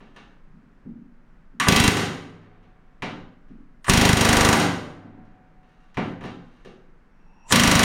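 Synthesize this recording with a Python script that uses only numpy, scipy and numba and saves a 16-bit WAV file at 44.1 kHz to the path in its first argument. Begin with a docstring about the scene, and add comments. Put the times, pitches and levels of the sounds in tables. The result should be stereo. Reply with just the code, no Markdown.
"""Rivet gun on an aluminium airframe

A pneumatic rivet gun hammers a ringing shell in three short bursts in a small workshop.
Around the bursts, gun and bucking bar slide, bump and land on the metal: each contact is a force
that is convolved with the shell's impulse response. Shaped noise makes the room and the inlet air hiss
before each burst, narrow resonances a whistle before the last. The gun's beat slows a little in a burst.
A limiter holds the bursts down and lets their ring swell back up."""
import sys
import numpy as np
from scipy import signal
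from scipy.fft import rfft, irfft
from scipy.io import wavfile
from scipy.ndimage import uniform_filter1d
from numba import njit

SR = 44100
rng = np.random.default_rng(int(sys.argv[2]) if len(sys.argv) > 2 else 0)


def dump(signal):
    """Clip the signal to [-1, 1] and save it as 16-bit WAV at the path in sys.argv[1]."""
    limited = np.clip(np.atleast_2d(signal).T, -1, 1)
    pcm = np.round(limited * 32767).astype(np.int16)
    wavfile.write(sys.argv[1], SR, pcm)


N = 345726
RING_N, BLOW_N = 2 * SR, 2048  # samples of an impulse response and of a single contact

# Spectrum of the still workshop. Each row: frequency in Hz, relative density in dB per Hz.
SHOP_COLOUR = [(70, -6), (100, -11.5), (165, 1.5), (240, -5), (330, -11), (700, -17), (1500, -16),
               (2200, -23.5), (3500, -36), (6000, -41.5), (10000, -52), (15000, -75)]
# Ratio of side to mid, which widens the sound in the treble. 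Each row: frequency in Hz, side minus mid in dB.
WIDTH = [(60, -8), (200, -14), (700, -11), (1300, -8.5), (2400, -6), (4400, -3), (8100, -1.5), (15000, -1)]
# Scaling of the stereo difference over time. Each row: time in seconds, side gain in dB.
SPREAD = [(4.0, 0.5), (4.5, -12.5), (4.897, -37), (6.6, -49.5), (7.05, -12.5)]

# Resonances of the leaking valve before they bend. Each row: frequency in Hz, relative level in dB.
WHISTLE_TONES = [(900, 16.5), (2640, 8), (5590, 1)]
WHISTLE_S, WHISTLE_RISE_S = 0.45, 0.29  # start ahead of the last burst, time constant of its build-up
WHISTLE_BEND, WHISTLE_BEND_S = 0.203, 0.0308  # upward bend as a share of pitch, its e-fold time
AIR_RISE_S, AIR_CUT_S = 0.01, .003  # e-fold times of inlet air before and after the first blow

# Tools sliding on the metal.
# Each row: start in seconds, end in seconds, relative level in dB, contact resonance in Hz.
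SCRAPES = [(0, 0.337, -56, 3120), (2.366, 2.429, -62, 2993), (2.614, 2.659, -57.5, 2610),
           (2.878, 3.02, -70.5, 4000), (5.635, 5.951, -61.5, 4990), (5.956, 6.123, -56, 11580),
           (6.216, 6.264, -41.5, 7240), (6.381, 6.65, -57.5, 4520), (6.635, 6.697, -58.5, 7450)]
# Soft bumps against the panels. Each row: time in seconds, level in dB, contact resonance in Hz.
BUMPS = [(0.5, -52.5, 162.9), (0.532, -52, 210), (0.62, -53.5, 260), (.852, -36.5, 238), (.878, -47, 272),
         (0.953, -46.5, 239), (1.529, -49, 250), (1.6, -29.5, 272), (3.497, -43, 264), (5.04, -40, 272.6),
         (5.169, -44.5, 240), (6.65, -41.5, 500), (6.655, -47.5, 344), (6.744, -58, 352)]
BUMP_Q, BUMP_BASS_DB = 3.3, -0.5
# Light clicks of steel on aluminium. Each row: time in seconds, level in dB, contact resonance in Hz.
CLICKS = [(3.483, -61, 3500), (5.251, -63, 5000), (5.944, -46, 5000)]
# Trigger valve inside the gun. 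Each row: time in seconds, level in dB, contact resonance in Hz.
CLACKS = [(1.599, -15.5, 11000), (1.607, -20.5, 2400), (3.844, -35.5, 11000), (3.866, -30.5, 3200)]
CLICK_Q, CLICK_BASS_DB, CLICK_LOW_HZ = 0.59, -21.5, 824
# Gun and bar set down on the shell. Each row: time in seconds, level in dB, contact resonance in Hz,
# bass in dB, share of the bar's ring against the ribs' from 0 to 1.
CLANKS = [(.004, -50.5, 3250, 8.5, 0.65), (.162, -42.5, 3700, -1.5, 1), (2.416, -56, 3300, 3.5, 0.98),
          (2.628, -57.5, 2886, -2, 0.6), (3.022, -25, 3400, -1, .1), (3.072, -35.5, 1300, 0.5, .1),
          (3.128, -39, 1100, 2.5, 0.12), (5.631, -61, 3185, 5.5, .8), (5.971, -23, 2300, 6, 0),
          (6.209, -40, 2630, 8.5, 0.5), (6.238, -39.5, 4170, 12, 0.53), (6.254, -45, 5500, 10.5, 0.5),
          (6.648, -46.5, 4500, -4.5, .95)]
CLANK_Q = 0.64
# Mean lag between landings, level of the second landing, step to each later one, their lower limit.
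TIP_S, TIP_DB, RATTLE_STEP_DB, RATTLE_LOW_HZ = .010, -6.5, -8, 453

# Resonances of the hand-held bucking bar and gaps between them.
# Each row: frequency in Hz, width in Hz, gain in dB.
BAR = [(1190, 100, 4), (1500, 90, 2), (1770, 120, 7), (2020, 200, -8), (2260, 80, 3), (2430, 150, -5),
       (2720, 200, 4), (3650, 120, 4), (3970, 130, 2), (5730, 200, -6), (6150, 220, 7), (8900, 300, 6)]
# Resonances and a gap of the gun's body. Each row: frequency in Hz, width in Hz, gain in dB.
GUN_BODY = [(1151, 80, 9.5), (1750, 420, 5), (3000, 61, 4), (4900, 2500, -6), (5850, 120, 3.5)]
# Clusters of modes in the riveted metal and gaps between them.
# Each row: frequency in Hz, width in Hz, gain in dB.
METAL_PEAKS = [(176, 22, 4), (205, 20, -3), (330, 40, -5), (635, 60, -3), (715, 40, 5), (812, 35, 4),
               (865, 60, -6), (970, 80, 3), (1165, 90, 4), (1510, 70, 3), (1980, 130, 3), (2420, 100, -4),
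               (2660, 70, -5), (2760, 140, 3), (3140, 100, 3), (3910, 90, 4), (5730, 120, 6),
               (6600, 130, 6), (6980, 110, 5), (8050, 450, -8), (8540, 200, 6), (8950, 200, 4),
               (11100, 600, -4)]
# Panel modes of the shell. Each row: frequency in Hz, level in dB, T60 in seconds.
SHELL_MODES = [(101.1, -41, 1.8), (130, -19.5, 0.52), (162.5, -18, 1.1), (175.3, -9, 0.44),
               (236.1, -13.5, 0.8), (283.4, -12, 0.56), (383, -21, .5), (424, -26, .35), (718, -18, 0.5),
               (812, -22, .45), (1160, -19.5, .35)]
# Modes of the ribs that the tools land on. Each row: frequency in Hz, level in dB, T60 in seconds.
RIB_MODES = [(619, -17, .55), (730, -13, .42), (896, -13, .4), (1040, -17, .3), (1503, -13, .33),
             (1850, -16, .25), (2000, -16, .25), (2155, -13, .33), (2335, -7, .28), (2400, -13, .2),
             (2590, -18, .28), (2920, -18, .3), (3330, -17, .35)]
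# Rivet set and bucking bar ringing against each other.
# Each row: frequency in Hz, relative level in dB, T60 in seconds.
STEEL_MODES = [(980, -23, .2), (1158, -21, .2), (1513, -21, .2), (1715, -22, .15), (1950, -20, .15),
               (2019, -19, .2), (2285, -20, .15), (2560, -19, .2), (2725, -19, .2), (3160, -18, .12),
               (3420, -18, .12), (3925, -21, .15), (5105, -27, .15), (6622, -24, .15)]
# Close pair of modes that outlasts the rest. Each row: frequency in Hz, level gained per blow in dB.
AFTER_TONE = [(738, -78), (742.8, -70)]
AFTER_T60_S = 4.6
# Spectrum of the dense ring of shell and room. Each row: frequency in Hz, relative density in dB per Hz.
RING_COLOUR = [(40, -35), (90, -4.5), (170, 6), (300, 3), (500, -3.5), (1100, -7.5), (2200, -6.5),
               (3500, -9), (6000, -16.5), (9500, -20.5), (11000, -23), (16000, -33.5)]
# Decay of that ring. Each row: frequency in Hz, T60 in seconds.
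RING_T60 = [(100, 0.69), (300, 0.68), (1000, 0.58), (3000, 0.49), (7000, 0.43), (15000, 0.35)]
# Spectrum of the crack of the struck spot. Each row: frequency in Hz, relative density in dB per Hz.
CRACK_COLOUR = [(200, -6.5), (1000, -3), (3000, 4.5), (6500, 0.5), (9500, -2.5), (11500, -9),
                (16000, -15.5)]

# Trigger pulls. Each row: first blow in seconds, piston comes to rest in seconds,
# first interval shortened by in seconds, blow in dB, exhaust relative to the blow in dB,
# lead stroke in dB, clatter in dB, inlet air in dB, inlet air resonance in Hz.
BURSTS = [(1.685, 1.969, 0.0014, -0.5, 5.5, -14.5, 8, -27, 9000),
          (3.8967, 4.599, 0.00027, -2.5, 5, -15.5, -0.5, -19.5, 8950),
          (7.523, 7.95, .0038, -4, -1.5, -22, -4, -17, 7400)]
# Drift of the blow's chatter as the rivet flattens. Each row: frequency in Hz, change in dB per second.
SETTING_TILT = [(500, 9), (1500, 8), (3000, -3), (8000, 2.5)]
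# Interval between blows at first and in the end, and the time constant between them.
FIRST_PERIOD_S, SET_PERIOD_S, SETTING_S = .0383, .0402, .235
# A dull stroke leads each burst; after the last blow the piston coasts and drops home with a click.
LEAD_S, COAST_S = .0155, .06
LEAD_HZ, LEAD_Q, LEAD_BASS_DB = 1500, 0.95, -2
REST_DB, REST_HZ, REST_BASS_DB = -7, 12400, -14.5
REBOUND_S = .005  # delay from each blow to the bar's landing


def undb(db):
    """A level in decibels is twenty times the logarithm of amplitude; return the amplitude."""
    return 10 ** (np.asarray(db) / 20)


def unit(x):
    """Root-mean-square normalisation sets the mean power to one."""
    return x / np.sqrt(np.mean(x ** 2))


def freqs(count):
    """Bin frequencies of a real spectrum, kept above zero for the logarithm."""
    return np.maximum(np.fft.rfftfreq(count, 1 / SR), 1)


def along(hz, table):
    """Interpolation of a spectral curve on a logarithmic frequency axis."""
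    f, value = np.transpose(table)
    return np.interp(np.log(hz), np.log(f), value)


def filt(x, hz, kind, order=2):
    """Butterworth low-pass or high-pass: a maximally flat passband."""
    sections = signal.butter(order, min(hz, SR / 2 - 1), kind, fs=SR, output="sos")
    return signal.sosfilt(sections, x)


def add(track, s, sound):
    """Superposition: a sound joins a track at a time in seconds."""
    i = int(np.clip(s * SR, 0, N))
    track[i:i + len(sound)] += sound[:N - i]


def decay(t, t60):
    """Exponential decay: amplitude falls by 60 dB in the time T60."""
    return np.exp(-np.log(1000) * t / t60)


def opposite():
    """Opposite signs for the two channels, in a random order."""
    return rng.choice([-1, 1]) * np.array([[1], [-1]])


def stereo_noise(count, colour):
    """Partly correlated noise: independent mid and side spectra, with more side in the treble."""
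    hz = freqs(count)
    mid, side = rfft(rng.standard_normal((2, count))) * undb(along(hz, colour))
    side = side * undb(along(hz, WIDTH))
    return unit(irfft([mid + side, mid - side], count))


def resonate(x, table, depth=1):
    """Resonance: second-order peaks in series raise or lower narrow bands."""
    for hz, width, db in table:
        peak = signal.lfilter(*signal.iirpeak(hz, hz / width, fs=SR), x)
        x = x + (undb(depth * db) - 1) * peak
    return x


def soften(x, hz, q=0.41):
    """Mass on a spring: a contact passes force up to its resonance and loses the treble above."""
    w = 2 * np.tan(np.pi * min(hz / SR, .45))  # prewarped for the bilinear transform
    return signal.lfilter(*signal.bilinear([w * w], [1, w / q, w * w]), x)


def knock(db, bright_hz, q, bass_db, bass_hz=500, order=1):
    """Impact force: a softer contact gives a duller impulse, and the bass sets how the panels are moved."""
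    push = soften(signal.unit_impulse(BLOW_N), bright_hz, q)
    upper = filt(push, bass_hz, "high", order=order)
    return undb(db) * (upper + undb(bass_db) * (push - upper))


def workshop(shop_db=-59, waver_db=1, rumble_db=-50, rumble_hz=17):
    """Stationary noise: a deep rumble and a faint hiss whose level wavers slowly."""
    waver = np.interp(np.arange(N), np.linspace(0, N, 30), rng.standard_normal(30))
    rumble_colour = [(11, -25), (rumble_hz, 0), (23, -14), (36, -18), (65, -34), (200, -80)]
    rumble = stereo_noise(N, rumble_colour) * undb(rumble_db)
    hiss = stereo_noise(N, SHOP_COLOUR) * undb(shop_db + waver_db * waver)
    return rumble + hiss


def trigger_whistle(whistle_db=-63, width_hz=170, swell_db=20, swell_s=0.1):
    """Flow resonance: the half-pressed trigger leaks, and its whistle climbs and swells to the last burst."""
    early = BURSTS[-1][0] - np.arange(N) / SR
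    ahead = np.maximum(early, 0)
    opening = np.exp(-ahead / WHISTLE_BEND_S)
    tones = sum(undb(db) / (1 + (2 * (freqs(N) - f) / width_hz) ** 2) for f, db in WHISTLE_TONES)
    steady = unit(irfft(rfft(rng.standard_normal(N)) * tones, N))
    # reading the steady whistle faster bends it upwards
    bent = np.interp(np.cumsum(1 + WHISTLE_BEND * opening), np.arange(N), steady)
    leak = (1 - np.exp(-np.maximum(WHISTLE_S - early, 0) / WHISTLE_RISE_S)) * (early > 0)
    return bent * leak * undb(whistle_db + swell_db * np.exp(-ahead / swell_s))


def trigger_air(width_hz=1100, hiss_db=18):
    """Turbulent flow: a hiss swells as the valve opens, up to the first blow of each burst."""
    t = np.arange(N) / SR
    rush_colour = [(100, 1), (2800, 2.5), (5000, -7), (9000, -9.5), (11000, -14.5), (16000, -26)]
    rush = stereo_noise(N, rush_colour)
    out = 0
    for first, *_, air_db, air_hz in BURSTS:
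        flow = np.exp(np.minimum((t - first) / AIR_RISE_S, (first - t) / AIR_CUT_S))
        hiss = unit(resonate(rush, [(air_hz, width_hz, hiss_db)]))
        out = out + undb(air_db) * flow * hiss
    return out


def scrapes(grain_db=4, low_hz=500, drag_db=-33):
    """Stick-slip friction: the sliding tool catches in tiny uneven slips, coloured by the bar."""
    force = np.zeros(N)
    for start, stop, db, bright_hz in SCRAPES:
        count = max(int((stop - start) * SR), BLOW_N)
        grain = undb(grain_db * np.minimum(rng.exponential(size=N), np.pi))
        slips = rng.standard_normal(N) * grain * (rng.random(N) < .02)  # sparse in time
        stroke = unit(slips[:count]) * signal.windows.tukey(count, .3)
        add(force, start, soften(stroke, bright_hz) * undb(db + drag_db))
    return resonate(filt(force, low_hz, "high", order=1), BAR)


def knocks():
    """Impacts of handling: soft bumps, light steel clicks and the trigger valve heard through the gun."""
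    force = np.zeros(N)
    for s, db, hz in BUMPS:
        add(force, s, knock(db, hz, BUMP_Q, BUMP_BASS_DB))
    for s, db, hz in CLICKS:
        add(force, s, knock(db, hz, CLICK_Q, CLICK_BASS_DB, CLICK_LOW_HZ, order=4))
    for s, db, hz in CLACKS:
        clack = knock(db, hz, CLICK_Q, CLICK_BASS_DB, CLICK_LOW_HZ, order=4)
        add(force, s, resonate(clack, GUN_BODY))
    return force


def clanks():
    """Repeated impact: a tool lands on one edge, tips and rattles; returns force on shell and on ribs."""
    shell, ribs = np.zeros((2, N))
    for s, db, bright_hz, bass_db, bar in CLANKS:
        landing = resonate(knock(db, bright_hz, CLANK_Q, bass_db), BAR, bar)
        add(shell, s, landing)
        add(ribs, s, landing * (1 - bar))
        rattle = filt(landing, RATTLE_LOW_HZ, "high")  # later contacts hardly move the panels
        gaps = TIP_S * rng.uniform(.7, 1.3, size=4)
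        for k, lag in enumerate(np.cumsum(gaps)):
            add(shell, s + lag, rattle * undb(TIP_DB + k * RATTLE_STEP_DB))
    return shell, ribs


def ringing(table):
    """Modal decay: damped standing waves, each a little out of phase between the two channels."""
    t = np.arange(RING_N) / SR
    modes = 0
    for f, db, t60 in table:
        skew = undb(along(f, WIDTH)) * opposite()  # radians
        modes = modes + undb(db) * np.sin(2 * np.pi * f * t + skew) * decay(t, t60)
    return modes


def even(ring):
    """A diffuse field favours no pitch: level chance spectral peaks; keep the first half of the response."""
    spectrum = rfft(ring)
    power = np.abs(spectrum.mean(axis=0)) ** 2
    broad, fine = (uniform_filter1d(uniform_filter1d(power, size=size), size=size) for size in (360, 70))
    levelled = irfft(spectrum * np.sqrt(np.abs(broad / fine)), RING_N)
    return levelled * (np.arange(RING_N) < RING_N // 2)


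def airframe(ring_db=-1.5, build_s=0.00033, shimmer_db=-40, shimmer_t60=2.2, shimmer_hz=1500):
    """Impulse response: a dense ring of shell and room, a faint long shimmer and the panel modes."""
    t = np.arange(RING_N) / SR
    dense = rfft(stereo_noise(RING_N, RING_COLOUR)) * undb(ring_db)
    centres, t60s = np.transpose(RING_T60)
    ring = 0
    # overlapping bands, each with its own decay
    for share, t60 in zip(np.eye(len(centres)), t60s):
        band = along(freqs(RING_N), np.c_[centres, share])
        ring = ring + irfft(dense * band, RING_N) * decay(t, t60)
    shimmer = filt(stereo_noise(RING_N, RING_COLOUR), shimmer_hz, "low")
    shimmer = shimmer * undb(shimmer_db) * decay(t, shimmer_t60)
    response = resonate(even(ring), METAL_PEAKS) + shimmer - ringing(SHELL_MODES)
    return response * (1 - np.exp(-t / build_s))


def crack(force, crack_db=5.5, crack_s=0.0043, hard_hz=7000):
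    """Near-field radiation: the struck spot bursts into bright noise as strong as the contact is hard."""
    hardness = filt(force, hard_hz, "high") ** 2 + 1e-18
    energy = signal.lfilter([1], [1, -np.exp(-2 / (crack_s * SR))], hardness)
    noise = unit(resonate(stereo_noise(N, CRACK_COLOUR), METAL_PEAKS))
    return np.sqrt(energy) * noise * undb(crack_db)


def blow_times(first, rest, short):
    """Relaxing period: a shortened first interval, then a beat that slows until the air is shut off."""
    times, s = [first], first - short
    while True:
        s += SET_PERIOD_S + (FIRST_PERIOD_S - SET_PERIOD_S) * np.exp((first - s) / SETTING_S)
        if s >= rest - COAST_S:
            return times
        times.append(s)


def after_tone():
    """Light damping: a panel's pair of modes gains with every blow and sings on after the burst."""
    t = np.arange(N) / SR
    blows = np.zeros(N)
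    for first, rest, short, *_ in BURSTS:
        for s in blow_times(first, rest, short):
            add(blows, s, np.ones(1))
    swing = signal.lfilter([1], [1, -decay(1 / SR, AFTER_T60_S)], blows)
    return swing * sum(undb(db) * np.sin(2 * np.pi * f * t) for f, db in AFTER_TONE)


def clatter(scatter_db=6.0):
    """Modal excitation: the rebounding bar lands anew, so each steel mode takes a new strength and phase."""
    landings = []
    for first, rest, short, _, _, _, clatter_db, *_ in BURSTS:
        landings += [(s + REBOUND_S, clatter_db) for s in blow_times(first, rest, short)]
    times, levels = np.transpose(landings)
    at = np.minimum((times * SR).astype(int), N - 1)
    out = 0
    for hz, db, t60 in STEEL_MODES:
        strength, turn = rng.standard_normal((64, 2))[:len(at)].T
        kicks = np.zeros(N, complex) + 1e-18
        kicks[at] = undb(levels + db + scatter_db * np.tanh(strength)) * np.exp(2j * np.pi * turn)
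        # a complex pole is a decaying rotation
        pole = np.exp((2j * np.pi * hz - np.log(1000) / t60) / SR)
        swing = signal.lfilter([1], [1, -pole], kicks)
        skew = undb(along(hz, WIDTH)) * opposite()
        out = out + np.imag(swing * np.exp(1j * skew))
    return out


def contact(seat, age_s, chatter_s=0.0028, split_hz=520, fresh=0.9):
    """Force of a blow: a low push, and chatter that shares the tool's seat and excites all pitches evenly."""
    t = np.arange(BLOW_N) / SR
    chatter = (seat + fresh * rng.standard_normal(BLOW_N)) * np.exp(-t / chatter_s)
    colour = undb(age_s * along(freqs(BLOW_N), SETTING_TILT))
    fade = np.exp(-(t / (4 * chatter_s)) ** 4)
    # alternate between the wanted spectrum and a short duration
    for _ in range(4):
        phase = np.angle(rfft(chatter))
        chatter = irfft(colour * np.exp(1j * phase)) * fade
    push = filt(signal.unit_impulse(BLOW_N), split_hz, "low")
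    return push + filt(chatter, split_hz, "high")


def rivet_gun(scatter_db=0.35, puff_db=5, puff_s=0.0014, puff_lag_s=0.0059, recoil_db=-4.0,
              recoil_s=0.0071, puff_scatter_db=3.5, lag_scatter_s=0.0011):
    """Driven impacts: returns the force of the piston blows and the low puff of exhaust and recoil."""
    force, exhaust = np.zeros((2, N))
    t = np.arange(BLOW_N) / SR
    recoil = undb(recoil_db) * np.e * t / recoil_s * np.exp(-t / recoil_s)
    for first, rest, short, db, exhaust_db, lead_db, *_ in BURSTS:
        lead = knock(lead_db, LEAD_HZ, LEAD_Q, LEAD_BASS_DB)
        add(force, first - LEAD_S, resonate(lead, GUN_BODY))
        seat = rng.standard_normal(BLOW_N)
        for s in blow_times(first, rest, short):
            strength, air, heave, lag = rng.standard_normal(4)
            u = (t - puff_lag_s - lag_scatter_s * lag) / puff_s
            # a puff radiates the slope of its flow; the recoil heaves the whole panel more slowly
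            puff = undb(puff_db + puff_scatter_db * air) * u * np.exp(-u ** 2 / 2)
            heaved = recoil * undb(puff_scatter_db * heave)
            add(force, s, contact(seat, s - first) * undb(db + scatter_db * strength))
            add(exhaust, s, (puff - heaved) * undb(db + exhaust_db))
        add(force, rest, knock(REST_DB, REST_HZ, CLICK_Q, REST_BASS_DB))
    return force, filt(exhaust, 39, "high")


def scene(exhaust_pan_db=-5):
    """Linear superposition: all contacts ring the shell, clanks also the ribs; air and room add directly."""
    ring, room, air = airframe(), workshop(), trigger_air() + trigger_whistle()
    blows, exhaust = rivet_gun()
    tools, on_ribs = clanks()
    force = blows + knocks() + tools + scrapes()
    shell = signal.fftconvolve(force[None], ring, axes=1)[:, :N]
    ribs = signal.fftconvolve(on_ribs[None], ringing(RIB_MODES), axes=1)[:, :N]
    pan = undb(exhaust_pan_db * np.array([[.5], [-.5]]))
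    metal = shell + ribs + clatter() + after_tone() + crack(force)
    return metal + exhaust * pan + air + room


@njit
def follow(x, attack, release):
    """Envelope following: one-pole smoothing with separate coefficients for rise and fall."""
    out, e = np.empty(len(x)), 0.
    for i in range(len(x)):
        e += (x[i] - e) * (attack if x[i] > e else release)
        out[i] = e
    return out


def narrow(x):
    """Mid-side scaling: the image closes to the centre for a while, then partly reopens."""
    mid = x.mean(axis=0)
    return mid + (x - mid) * undb(np.interp(np.arange(N) / SR, *np.transpose(SPREAD)))


def record(dry, ceiling_db=-6.0, attack_s=0.0014, release_s=0.14, knee=3, held_share=0.77,
           held_s=0.24, round_at=.85, top_hz=15900):
    """Gain reduction: a limiter ducks the bursts and recovers in their ring; peaks round, the top is cut."""
    loud = follow(np.abs(dry).max(axis=0), 1 / (attack_s * SR), 1 / (release_s * SR))
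    duck_db = 20 / knee * np.log10(1 + (loud / undb(ceiling_db)) ** knee)
    # a slower follower holds part of the ducking for longer
    held_db = held_share * follow(duck_db, 1 / (release_s * SR), 1 / (held_s * SR))
    wet = narrow(dry) * undb(-np.maximum(duck_db, held_db))
    rounded = round_at * np.tanh(wet / round_at)
    return signal.sosfilt(signal.ellip(10, .2, 80, top_hz, fs=SR, output="sos"), rounded)


dry = scene()
out = record(dry)
dump(out)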